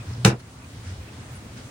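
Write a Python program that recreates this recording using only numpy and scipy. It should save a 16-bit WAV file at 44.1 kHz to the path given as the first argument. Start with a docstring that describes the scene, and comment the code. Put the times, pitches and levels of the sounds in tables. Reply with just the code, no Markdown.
"""A room with a table: a plant pot full of soil is shifted and set down with one sharp knock. The gritty base
cracks against the top, the table booms in its low modes, pot and room ring briefly. Before and after, the
turning base sticks and slips in soft judders and rubs over grit; the hand adds faint scrapes and the leaves
rustle. Gain control ducks the room noise under the knock and lets it creep back."""
import sys
import numpy as np
from scipy import signal
from scipy.fft import rfft, irfft
from scipy.io import wavfile
from scipy.ndimage import minimum_filter1d

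SR = 44100
rng = np.random.default_rng(int(sys.argv[2]) if len(sys.argv) > 2 else 0)


def master(y):
    """Save y as 16-bit WAV."""
    cut = np.clip(np.atleast_2d(y).T, -1, 1)
    pcm = np.round(cut * 32767)  # scale
    wavfile.write(sys.argv[1], SR, pcm.astype(np.int16))


N = 74970
KNOCK_S, CUTOFF_HZ = 0.2492, 15900
SIDES = np.array([[1], [-1]])  # left, right

# Base contacts: after_knock_s, relative_db
BASE_CONTACTS = [(-.0019, -16.5), (-.0009, -16), (0.0, -2), (.0007, -3.5), (.0017, -8.5), (.004, -11.5),
                 (0.0147, -15.5), (0.028, -22)]
# Crack spectrum: freq_hz, density_db
CRACK_SPECTRUM = [(300, -14), (600, 0), (1000, -7.5), (1480, 0.5), (2060, -7.5), (2720, 1.5), (3270, -11),
                  (3900, 2), (4630, -7), (5580, -4), (6740, -11), (8000, -6), (9260, -7), (10100, -23),
                  (13100, -28), (15800, -27)]
# Uneven radiation of the pot: freq_hz, left_minus_right_db
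POT_PAN = [(120, -1), (300, 1), (470, 1), (620, -5), (850, -2), (1400, 1.5), (2700, 2), (3800, -3.5),
           (5500, -1), (6400, -2), (7000, 0), (7900, -5), (9200, 2), (12000, 0)]


def base_crack():
    """Each contact of the gritty base is a bright burst of a few milliseconds."""
    attack_s, t60_s, low_cut_hz, gain_db = 0.00039, 0.006, 344, 4
    bursts = 0
    for after_knock_s, relative_db in BASE_CONTACTS:
        t = since(KNOCK_S + after_knock_s)
        bursts += from_db(relative_db) * ramp(t, attack_s) * decay(t, t60_s)
    grit = sum(band for _, band in noise_bands(CRACK_SPECTRUM, POT_PAN))
    highpass = signal.butter(2, low_cut_hz, "high", fs=SR, output="sos")
    return from_db(gain_db) * signal.sosfilt(highpass, bursts * grit + 1e-18)


# Loaded table top: pitch_hz, relative_db, t60_s
TABLE_TOP_MODES = [(111.3, -9, 0.2), (125.6, -13.5, 0.47), (145, -40, 0.037), (158.5, 2.5, 0.047),
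                   (201.2, -10, 0.19), (338.6, -15.5, 0.25), (442.5, -16.5, 0.13), (480.4, -27, 0.47)]


def table_boom():
    """The pot's weight drives the table's low modes, neighbours in opposite directions."""
    lead_s, build_s, gain_db = 0.0019, 0.01, 5
    t = since(KNOCK_S - lead_s)
    modes = sum((-1) ** k * from_db(db) * ring_out(t, hz, t60_s) * np.sin(2 * np.pi * hz * t)
                for k, (hz, db, t60_s) in enumerate(TABLE_TOP_MODES))
    return from_db(gain_db) * ramp(t, build_s) * modes


# Pot modes: pitch_hz, relative_db, t60_s
POT_BODY_MODES = [(638, -14, .25), (711, -13, .22), (819, -10, .22), (908, -8, .22), (1010, -10, .22),
                  (1364, -3, .18), (1495, -4, .17), (1722, -5, .18), (1947, -7, .18), (2321, -3, .18),
                  (2730, -4, .15), (2820, -3, .15), (3650, -6, .12), (6410, -11, .14)]
# Dense ring of pot and room: freq_hz, density_db
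RING_SPECTRUM = [(50, -8), (150, 3), (300, 1), (450, 3.5), (580, -4), (900, -2), (1100, -6), (1450, -1.5),
                 (2100, -8), (2750, -6), (3200, -14), (3900, -10.5), (4700, -15), (5500, -10), (8000, -16),
                 (9500, -16.5), (10000, -21), (13000, -32), (15500, -25)]
# Dense ring decay: freq_hz, t60_s
RING_DECAY = [(100, 0.46), (500, 0.29), (1500, .22), (4000, 0.22), (8000, 0.23), (15000, 0.23)]


def pot_ring():
    """The pot's modes reach the two sides out of step, inside a dense ring of pot and room."""
    modes_gain_db, dense_gain_db, build_s = -17.5, -8.5, 0.0075
    t = since(KNOCK_S)
    modes = 0
    for k, (hz, db, t60_s) in enumerate(POT_BODY_MODES):
        gain = from_db(modes_gain_db + db + SIDES * at_hz(POT_PAN, hz) / 2)
        apart_rad = (-1) ** k * np.arccos(at_hz(STEREO_CORRELATION, hz))
        phase = 2 * np.pi * (hz * t + rng.random()) + SIDES * apart_rad / 2
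        modes += gain * ring_out(t, hz, t60_s) * np.sin(phase)
    dense = sum(band * ring_out(t, hz, at_hz(RING_DECAY, hz))
                for hz, band in noise_bands(RING_SPECTRUM, POT_PAN))
    return modes + from_db(dense_gain_db) * ramp(t, build_s) * dense


# Stick-slip spells: start_s, length_s, pitch_hz, level_db
BASE_JUDDERS = [(-.02, 0.051, 112, -35.5), (0.064, 0.056, 95.3, -32.5), (.108, 0.079, 124, -32.5),
                (0.17, 0.085, 121.7, -32), (0.857, 0.095, 90.4, -32), (0.98, 0.048, 85.6, -31),
                (1.179, .04, 118, -35.5), (1.304, 0.043, 119.8, -36.5)]


def base_judder():
    """The turning base sticks and slips with a low, uneven hum."""
    edge_s, octave_db = 0.018, -24
    wander = 1 + 0.035 * drift(rate_hz=23)
    rough_db = drift(rate_hz=6.7)
    out = 0
    for start_s, length_s, pitch_hz, level_db in BASE_JUDDERS:
        t = since(start_s)
        phase = 2 * np.pi * pitch_hz * np.cumsum(wander) / SR
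        hum = np.sqrt(2) * (np.sin(phase) + from_db(octave_db) * np.sin(2 * phase))
        push = np.sin(np.pi / 2 * ramp(np.minimum(t, length_s - t), edge_s))
        out += from_db(level_db + rough_db) * push * hum
    return out


# Rubs: peak_s, sigma_s, level_db
GRIT_RUBS = [(0.121, 0.048, -49.5), (.402, 0.0069, -45), (0.888, .035, -47), (1.583, 0.014, -46)]
# Rub spectrum: freq_hz, density_db
GRIT_SPECTRUM = [(200, -25), (1400, 19.5), (3000, 11), (6000, 12.5), (10000, -4.5), (15000, -39)]


def grit_rub():
    """Grit under the base rubs in short swells of noise."""
    envelope = sum(from_db(db) * swell(peak_s, sigma_s) for peak_s, sigma_s, db in GRIT_RUBS)
    return envelope * sum(band for _, band in noise_bands(GRIT_SPECTRUM))


# Handling scrapes, with leaf rustles near 1.36 s: peak_s, sigma_s, centre_hz, level_db
SCRAPES_AND_RUSTLES = [(.008, .01, 2530, -48), (.136, 0.0025, 5200, -47.5), (.396, 0.0062, 10500, -53),
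                       (.405, 0.0057, 4320, -53), (.635, 0.013, 2510, -49.5), (1.088, 0.0071, 2610, -49),
                       (1.327, .008, 14800, -59), (1.358, 0.012, 10650, -53.5), (1.366, 0.011, 9230, -52)]


def scrapes_and_rustles():
    """Brief, narrow puffs of treble as the hand moves the pot and the plant's leaves rustle."""
    width_octaves = 0.082
    out = 0
    for peak_s, sigma_s, centre_hz, level_db in SCRAPES_AND_RUSTLES:
        edges_hz = centre_hz * 2 ** (width_octaves * np.array([-0.5, 0.5]))
        bandpass = signal.butter(2, edges_hz, "band", fs=SR, output="sos")
        hiss = signal.sosfilt(bandpass, rng.standard_normal((2, N)))
        out += from_db(level_db) * swell(peak_s, sigma_s) * hiss / hiss.std()
    return out


# Room noise: freq_hz, density_db
ROOM_SPECTRUM = [(25, -19), (48, -11), (75, 2), (123, 2.5), (160, -7.5), (250, -6.5), (330, -13),
                 (730, -18), (1400, -19.5), (2700, -23.5), (6000, -28), (9600, -30), (11200, -43.5),
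                 (13500, -45), (15300, -36.5)]


def room_noise():
    """Steady rumble and hiss, each octave flickering by about 1 dB."""
    level_db = -40
    return sum(band * from_db(level_db + drift(rate_hz=4.9)) for _, band in noise_bands(ROOM_SPECTRUM))


# Left-right likeness: freq_hz, correlation
STEREO_CORRELATION = [(60, .995), (130, 1), (290, 0.87), (640, 0.55), (1400, 0), (15000, 0)]


def noise_bands(spectrum, pan=((1000, 0),)):
    """Coloured stereo noise of rms 1, split into octaves: a list of (centre_hz, band)."""
    hz = np.maximum(np.arange(N // 2 + 1) * SR / N, 1)
    mid, side = rfft(rng.standard_normal((2, N)))
    alike = at_hz(STEREO_CORRELATION, hz)
    gain = from_db(at_hz(spectrum, hz) + SIDES * at_hz(pan, hz) / 2) * (hz > 20) * (hz < CUTOFF_HZ)
    coloured = gain * (np.sqrt(1 + alike) * mid + np.sqrt(1 - alike) * side * SIDES)
    coloured /= irfft(coloured, N).std()
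    octave = np.round(np.log2(hz))
    return [(2 ** k, irfft(coloured * (octave == k), N)) for k in range(4, 15)]


# Onset of the faster fade: freq_hz, delay_s
FADE_DELAY = [(150, 0.084), (600, 0.11), (1400, 0.097), (3000, 0.071), (7000, 0.046), (15000, 0.025)]


def ring_out(t, hz, t60_s):
    """Free decay, then the ring is cut short by a faster fade, treble first."""
    fade_db_per_s = 305
    fading_s = np.maximum(t - at_hz(FADE_DELAY, hz), 0)
    return decay(t, t60_s) * from_db(-fade_db_per_s * fading_s)


def decay(t, t60_s):
    """Silence, then a fall of 60 dB per t60_s."""
    return (t >= 0) * from_db(-60 * np.maximum(t, 0) / t60_s)


def ramp(t, rise_s):
    """Linear rise from 0 to 1."""
    return np.clip(t / rise_s, 0, 1)


def swell(peak_s, sigma_s):
    """Gaussian envelope."""
    return np.exp(-0.5 * (since(peak_s) / sigma_s) ** 2)


def drift(rate_hz):
    """Slow random motion, standard deviation 1."""
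    step, warmup = 40, 2000
    pole = np.exp(-2 * np.pi * rate_hz * step / SR)
    white = rng.standard_normal(N // step + warmup + 2)
    slow = signal.lfilter([1], [1, -2 * pole, pole * pole], white)[warmup:]
    return np.interp(np.arange(N) / step, np.arange(len(slow)), slow / slow.std())


def at_hz(table, hz):
    """Table lookup on a log-frequency axis."""
    freqs_hz, values = np.array(table).T
    return np.interp(np.log(hz), np.log(freqs_hz), values)


def since(start_s):
    """Seconds since start_s, per sample."""
    return np.arange(N) / SR - start_s


def from_db(db):
    """Decibels to gain."""
    return 10 ** (db / 20)


def scene():
    """The knock, the turning pot and the room."""
    knock = base_crack() + table_boom() + pot_ring()
    return knock + base_judder() + grit_rub() + scrapes_and_rustles() + room_noise()


def record(dry):
    """Gain control ducks at once, holds and slowly recovers; peaks clip; the top is cut."""
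    threshold_db, max_duck_db = -22, 5
    window_s, hold_s, recovery_s = 0.002, 0.075, 0.22
    pole = np.exp(-1 / (window_s * SR))
    power = signal.lfilter([1 - pole], [1, -pole], np.mean(dry ** 2, axis=0))
    excess_db = np.clip(10 * np.log10(power + 1e-12) - threshold_db, 0, max_duck_db)
    recovery = np.exp(-since(0) / recovery_s)
    duck_db = np.maximum.accumulate(excess_db / recovery) * recovery
    hold = int(hold_s * SR)
    gain_db = minimum_filter1d(-duck_db, hold, origin=(hold - 1) // 2, mode="nearest")
    clipped = np.clip(dry * from_db(gain_db), -1, 1)
    lowpass = signal.ellip(10, 0.1, 70, CUTOFF_HZ, fs=SR, output="sos")
    return signal.sosfilt(lowpass, clipped)


dry = scene()
out = record(dry)
master(out)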